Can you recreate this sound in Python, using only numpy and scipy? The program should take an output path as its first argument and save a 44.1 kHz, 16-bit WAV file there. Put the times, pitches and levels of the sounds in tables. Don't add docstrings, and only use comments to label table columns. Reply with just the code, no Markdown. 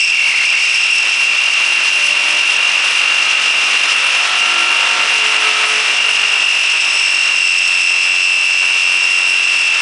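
import sys
import numpy as np
from scipy import signal
from scipy.fft import rfft, irfft, next_fast_len
from scipy.io import wavfile
from scipy.ndimage import uniform_filter1d

SR = 44100
rng = np.random.default_rng(int(sys.argv[2]) if len(sys.argv) > 2 else 0)


def pcm_store(signal):
    levels = np.round(np.clip(np.atleast_2d(signal), -1, 1) * 32767)
    wavfile.write(sys.argv[1], SR, levels.astype(np.int16).T)


N = 432621

# (dB at mean bite, dB per dB of bite)
MAIN_LAW, TWIN_LAW, OVERTONE_LAW = (-18.3, -0.2), (-20, -0.91), (-29, -0.49)
LOW_LAW, MIDDLE_LAW, HISS_LAW = (-40.5, 1.0), (-24, 1), (-22, 0.35)
WHISTLE_LAW = (-40.5, 0.5)
HEATING_S, HOT_RAGGED, RAGGED_SCATTER_HZ = 4.42, 0.12, 21
WEAR_SMOOTH_RAD_PER_TURN, WEAR_RAGGED_RAD_PER_TURN = 0.4997, 0.24
DRAG_HZ, DRAG_SHARE, DRAG_FADE_S = 429.8, 0.15, 4.2
SNAG_S, SNAG_SHARE, SNAG_SHARE_SPREAD_S = 0.39, 0.47, 0.23
SNAG_HZ, SNAG_DEPTH_SPREAD_S = 290, 0.13
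LOCK_S, LOCK_SPREAD_S, LOCK_MAIN_DB, LOCK_OTHERS_DB = 7.27, 0.13, 1.5, -4
CLEAN_SECOND, CLEAN_THIRD, CLEAN_PER_DB = 0.4, 0.25, 0.15
WOBBLE_SMOOTH_RAD, WOBBLE_RAGGED_RAD = 0.2, 0.9
HOLD_DB, AVERAGE_S, GAIN_SHARE = -13, 0.16, 0.63


def undb(db):
    return 10 ** (np.asarray(db) / 20)


def law_db(law, bite):
    return law[0] + law[1] * bite


def curves(table):
    time_s, *columns = np.transpose(table)
    return [np.interp(np.arange(N) / SR, time_s, column) for column in columns]


def bell(at_s, spread_s):
    return np.exp(-0.5 * ((np.arange(N) / SR - at_s) / spread_s) ** 2)


def walk(rate_hz):
    k = max(int(SR / rate_hz), 1)
    steps = np.repeat(rng.standard_normal(N // k + 1), k)[:N]
    return unit(uniform_filter1d(steps, k))


def unit(x):
    return x / np.sqrt(np.mean(np.abs(x) ** 2))


def filtered(x, response):
    size = next_fast_len(N)
    spectrum = rfft(x, size) * response(np.fft.rfftfreq(size, 1 / SR) + 1e-3)
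    return np.sqrt(2) * unit(np.fft.ifft(spectrum, size)[:N])


def colour(x, points):
    hz, db = np.transpose(points)
    return filtered(x, lambda f: undb(np.interp(np.log(f), np.log(hz), db)))


def ring(x, modes):
    def response(f):
        return sum(undb(db) / (1 + 1j * (f * f - hz * hz) / (f * width_hz)) for hz, width_hz, db in modes)
    return filtered(x, response)


def saturate(z, knee):
    return np.sqrt(2) * unit(z / np.sqrt(knee ** 2 + np.abs(z) ** 2))


def surface(turns, wear, count=256, size=2048):
    wear_per_turn = np.interp(np.arange(int(turns[-1]) + 2), turns, wear)[:, None]
    shifts = wear_per_turn * rng.standard_normal((len(wear_per_turn), count))
    phases = 2 * np.pi * rng.random(count) + np.cumsum(shifts, axis=0)
    track = irfft(np.exp(1j * phases), size).ravel()
    return unit(np.interp(turns * size, np.arange(len(track)), track))


def ripples(turns, wear):
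    orders = filtered(surface(turns, wear), lambda f: f < 2000) * np.exp(-2j * np.pi * 20 * turns)
    return orders - uniform_filter1d(orders, SR // 46)


def squeal(turns, bite, ragged):
    # (time [s], spread [s], level [dB])
    flares = [(.03, 0.097, 6.5), (.82, .24, 7), (7.053, .17, 4), (7.702, .4, 2), (9.1, .17, 2.5)]
    flare_db = sum(db * bell(at_s, spread_s) for at_s, spread_s, db in flares)
    swing, twin = rod_swing(turns, bite, ragged)
    wobble_rad = (WOBBLE_SMOOTH_RAD + WOBBLE_RAGGED_RAD * ragged) * np.sin(2 * np.pi * turns)
    sticking = swing + 0.3 * (1 - ragged) * twin
    slip = saturate(sticking, knee=0.3) * np.exp(1j * wobble_rad)
    rough = unit(ripples(turns, 0.598 + 0.29 * ragged))

    def roughen(steady):
        return (steady + rough) / np.sqrt(steady ** 2 + 0.5)

    clean = CLEAN_PER_DB * flare_db
    second = ring((slip ** 2 * roughen(CLEAN_SECOND + clean)).real, [(5300, 470, 0)]).real
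    third = ring((slip ** 3 * roughen(CLEAN_THIRD + clean)).real, [(7870, 650, 0)]).real
    overtones = second * undb(-3.0) + third * undb(-10.0)
    late = overtones[np.maximum(np.arange(N) - SR // 270, 0)]
    flicker_db = (1.7 + 1.2 * ragged) * walk(110)
    return swing.real + late * undb(law_db(OVERTONE_LAW, bite) + flare_db + flicker_db)


def rod_swing(turns, bite, ragged):
    # (time [s], frequency [Hz])
    pitch = [(0, 2758), (1.7, 2756), (3.9, 2778), (5.05, 2779), (6, 2804), (7, 2773), (7.7, 2742),
             (8.6, 2738), (9.05, 2751), (9.4, 2742)]
    # (time [s], half length [s], share lost [0-1])
    slips = [(4.29, .06, .9), (4.97, .025, .9), (5.06, .02, .9), (5.7, .27, .4), (6.88, .12, .25)]
    # (frequency [Hz], level [dB])
    sideband_colour = [(200, -74.5), (1500, -36.5), (2200, -18.5), (2340, 3), (2500, 3), (2620, 0.5),
                       (2750, 11), (2870, 2.5), (3050, -18), (3400, -8.5), (4300, -24.5)]
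    pitch_hz, = curves(pitch)
    depth_hz, share = drag()
    scattered_hz = pitch_hz + RAGGED_SCATTER_HZ * ragged * walk(150)
    tone = np.exp(2j * np.pi * np.cumsum(scattered_hz) / SR)
    once_a_turn = 1 + (0.35 + 0.18 * ragged) * np.cos(2 * np.pi * turns)
    pressure = once_a_turn * undb(2.8 * ragged * walk(45))
    t = np.arange(N) / SR
    grip = 1 - sum(lost * np.exp(-((t - at_s) / half_s) ** 4) for at_s, half_s, lost in slips)
    main = np.sqrt(2) * unit(tone * pressure)
    lower = sum(tone * np.exp(-2j * np.pi * (k * turns + rng.random())) for k in range(1, 5))
    twin_mode = [(2650, 52, 0)]
    twin = saturate(ring(ring(lower.real, twin_mode).real, twin_mode), knee=0.62)
    lock = bell(LOCK_S, LOCK_SPREAD_S)
    main_db = law_db(MAIN_LAW, bite) + LOCK_MAIN_DB * lock
    twin_db = law_db(TWIN_LAW, bite) + LOCK_OTHERS_DB * lock - 6.7 * ragged ** 0.6
    beat = grip * (main * undb(main_db) + twin * undb(twin_db))
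    scattered = saturate(beat, knee=0.068) * ripples(turns, 0.14 + 0.36 * ragged)
    sidebands = colour(scattered.real, sideband_colour) * undb(-20.5 + LOCK_OTHERS_DB * lock)
    sag_shape = 0.5 - 0.5 * np.cos(2 * np.pi * turns + 0.15 * walk(60))
    sag_hz = sag_shape * depth_hz * undb(0.8 * walk(45))
    sagging = np.exp(2j * np.pi * np.cumsum(pitch_hz - sag_hz + 70 * walk(400)) / SR)
    with_octave = sagging + undb(-13.5) * sagging ** 2
    dragged = with_octave * undb(-12.5 + 1.0 * walk(160))
    swing = beat * (1 - 0.39 * share) + (1 - share) * sidebands + np.sqrt(share) * dragged
    return undb(1.0) * swing / np.sqrt(1 + np.abs(swing / 0.56) ** 2), twin


def drag():
    worn_share = DRAG_SHARE * np.exp(-np.arange(N) / SR / DRAG_FADE_S)
    depth_hz = DRAG_HZ + SNAG_HZ * bell(SNAG_S, SNAG_DEPTH_SPREAD_S)
    return depth_hz, np.clip(worn_share + SNAG_SHARE * bell(SNAG_S, SNAG_SHARE_SPREAD_S), 0, 1)


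def grinding(turns, bite, wear):
    # (frequency [Hz], level [dB])
    low_colour = [(60, -55.5), (125, -42.5), (210, -7), (400, -3.5), (650, 2.5), (850, -1.5), (1200, -14),
                  (2500, -35)]
    middle_colour = [(150, -64), (400, -36.5), (700, -18), (950, -5.5), (1350, 0.5), (1750, -1), (2300, 0),
                     (3000, 0), (4200, -8.5), (8000, -49.5)]
    hiss_colour = [(150, -56), (900, -32), (2000, 2.5), (3000, 8), (3600, -1), (4400, -3), (5200, 2),
                   (6000, -1), (6900, -7), (8100, -8), (9200, -11.5), (10200, -22)]
    surge_db = 1.0 * np.sin(2 * np.pi * turns) + 0.69 * np.sin(4 * np.pi * turns)
    scrape = unit(surface(turns, wear) + 2 * wear * rng.standard_normal(N)) * undb(1.3 * walk(60))
    hiss = unit(surface(turns, wear) + 2.6 * wear * rng.standard_normal(N))
    surging = hiss * undb(surge_db + 0.96 * walk(90) + 0.57 * walk(28))
    low = colour(scrape, low_colour).real * undb(law_db(LOW_LAW, bite))
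    middle = colour(scrape, middle_colour).real * undb(law_db(MIDDLE_LAW, bite))
    high = colour(surging, hiss_colour).real * undb(law_db(HISS_LAW, bite))
    return low + middle + high


def whistle(turns, bite, wear):
    # (frequency [Hz], width [Hz], level [dB])
    joint_modes = [(5810, 90, 0.5), (8390, 140, -2), (8840, 72, -11), (9800, 70, 3)]
    whistling = ring(surface(turns, 2 * wear), joint_modes).real
    return whistling * undb(law_db(WHISTLE_LAW, bite) + 3 * walk(30))


def frame(turns, wear):
    # (frequency [Hz], width [Hz], level [dB])
    frame_modes = [(222.6, 10, -14.5), (245, 41, -13.5), (353.6, 29, -1.5), (421, 26, -4.5), (600, 32, -13),
                   (754, 30, -12), (946, 46, 3), (1177, 58, 4.5), (1346, 46, -0.5), (1722, 95, 0)]
    # (time [s], level [dB])
    drone = [(0.1, -60), (2.13, -42), (2.61, -45), (3.25, -44), (4.19, -52), (4.51, -42), (7.83, -52),
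             (9.0, -45.5), (9.7, -49)]
    # (shaft order [per turn], time of peak [s], spread [s], level [dB])
    howls = [(7, 2.3, 0.33, -49), (7, 4.7, 0.17, -46), (9, 5.5, 0.45, -38), (11, 4.8, .8, -50),
             (13, 2.2, 0.28, -41), (15, 4.85, 0.71, -39.5), (19, 4.8, .45, -38), (26, 4.6, .25, -34.5),
             (27, 4.1, 0.75, -34), (27, 5.55, 0.12, -27), (28, 4.7, 0.62, -29.5), (29, 5.95, 0.2, -39),
             (33, 4.8, 0.31, -43)]
    bass_db, = curves(drone)
    lift_db = 6.5
    out = ring(surface(turns, 0.553 * wear), frame_modes).real * undb(bass_db + lift_db)
    for order, at_s, spread_s, db in howls:
        swell = bell(at_s, spread_s) * undb(db + 2.2 * walk(22))
        phase = 2 * np.pi * (round(order) * turns + rng.random()) + 0.34 * walk(25)
        out += swell * np.sqrt(2) * np.sin(phase)
    return out


def scene():
    # (time [s], speed [turns/s])
    shaft_speed = [(0, 41.6), (.8, 42.2), (2.1, 45.7), (3.4, 47.5), (4.15, 48.1), (4.6, 48.85),
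                   (5.4, 48.25), (6.1, 48.1), (6.85, 47.1), (7.65, 44.95), (8.85, 44.9), (9.15, 45.4),
                   (9.6, 44.2)]
    # (time [s], level [dB])
    bite_levels = [(0.04, -36.5), (0.25, -31), (1.15, -30.5), (1.55, -28), (4.56, -22.5), (5.56, -22.5),
                   (6.83, -28.5), (7.32, -27.5), (7.43, -31), (8.05, -29.5), (8.29, -31), (9.0, -27.5),
                   (9.68, -29.5), (9.76, -26.5)]
    speed, = curves(shaft_speed)
    turns = np.cumsum(speed) / SR
    scrape_db, = curves(bite_levels)
    bite = scrape_db - scrape_db.mean()
    still_cold = np.exp(-(np.arange(N) / SR / HEATING_S) ** 2)
    ragged = np.clip(HOT_RAGGED + (1 - HOT_RAGGED) * still_cold, 0, 1)
    wear = WEAR_SMOOTH_RAD_PER_TURN + WEAR_RAGGED_RAD_PER_TURN * ragged
    rods = squeal(turns, bite, ragged) + grinding(turns, bite, wear) + whistle(turns, bite, wear)
    return (rods + frame(turns, wear))[None]


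def record(dry):
    loudness = np.sqrt(uniform_filter1d(dry ** 2, int(AVERAGE_S * SR)))
    held = dry * (undb(HOLD_DB) / loudness) ** GAIN_SHARE
    rounded = np.tanh(0.9 * held) / 0.83
    thin = signal.sosfilt(signal.butter(7, 165, "high", fs=SR, output="sos"), rounded)
    return signal.sosfilt(signal.ellip(12, 0.2, 80, 10100, fs=SR, output="sos"), thin)


dry = scene()
out = record(dry)
pcm_store(out)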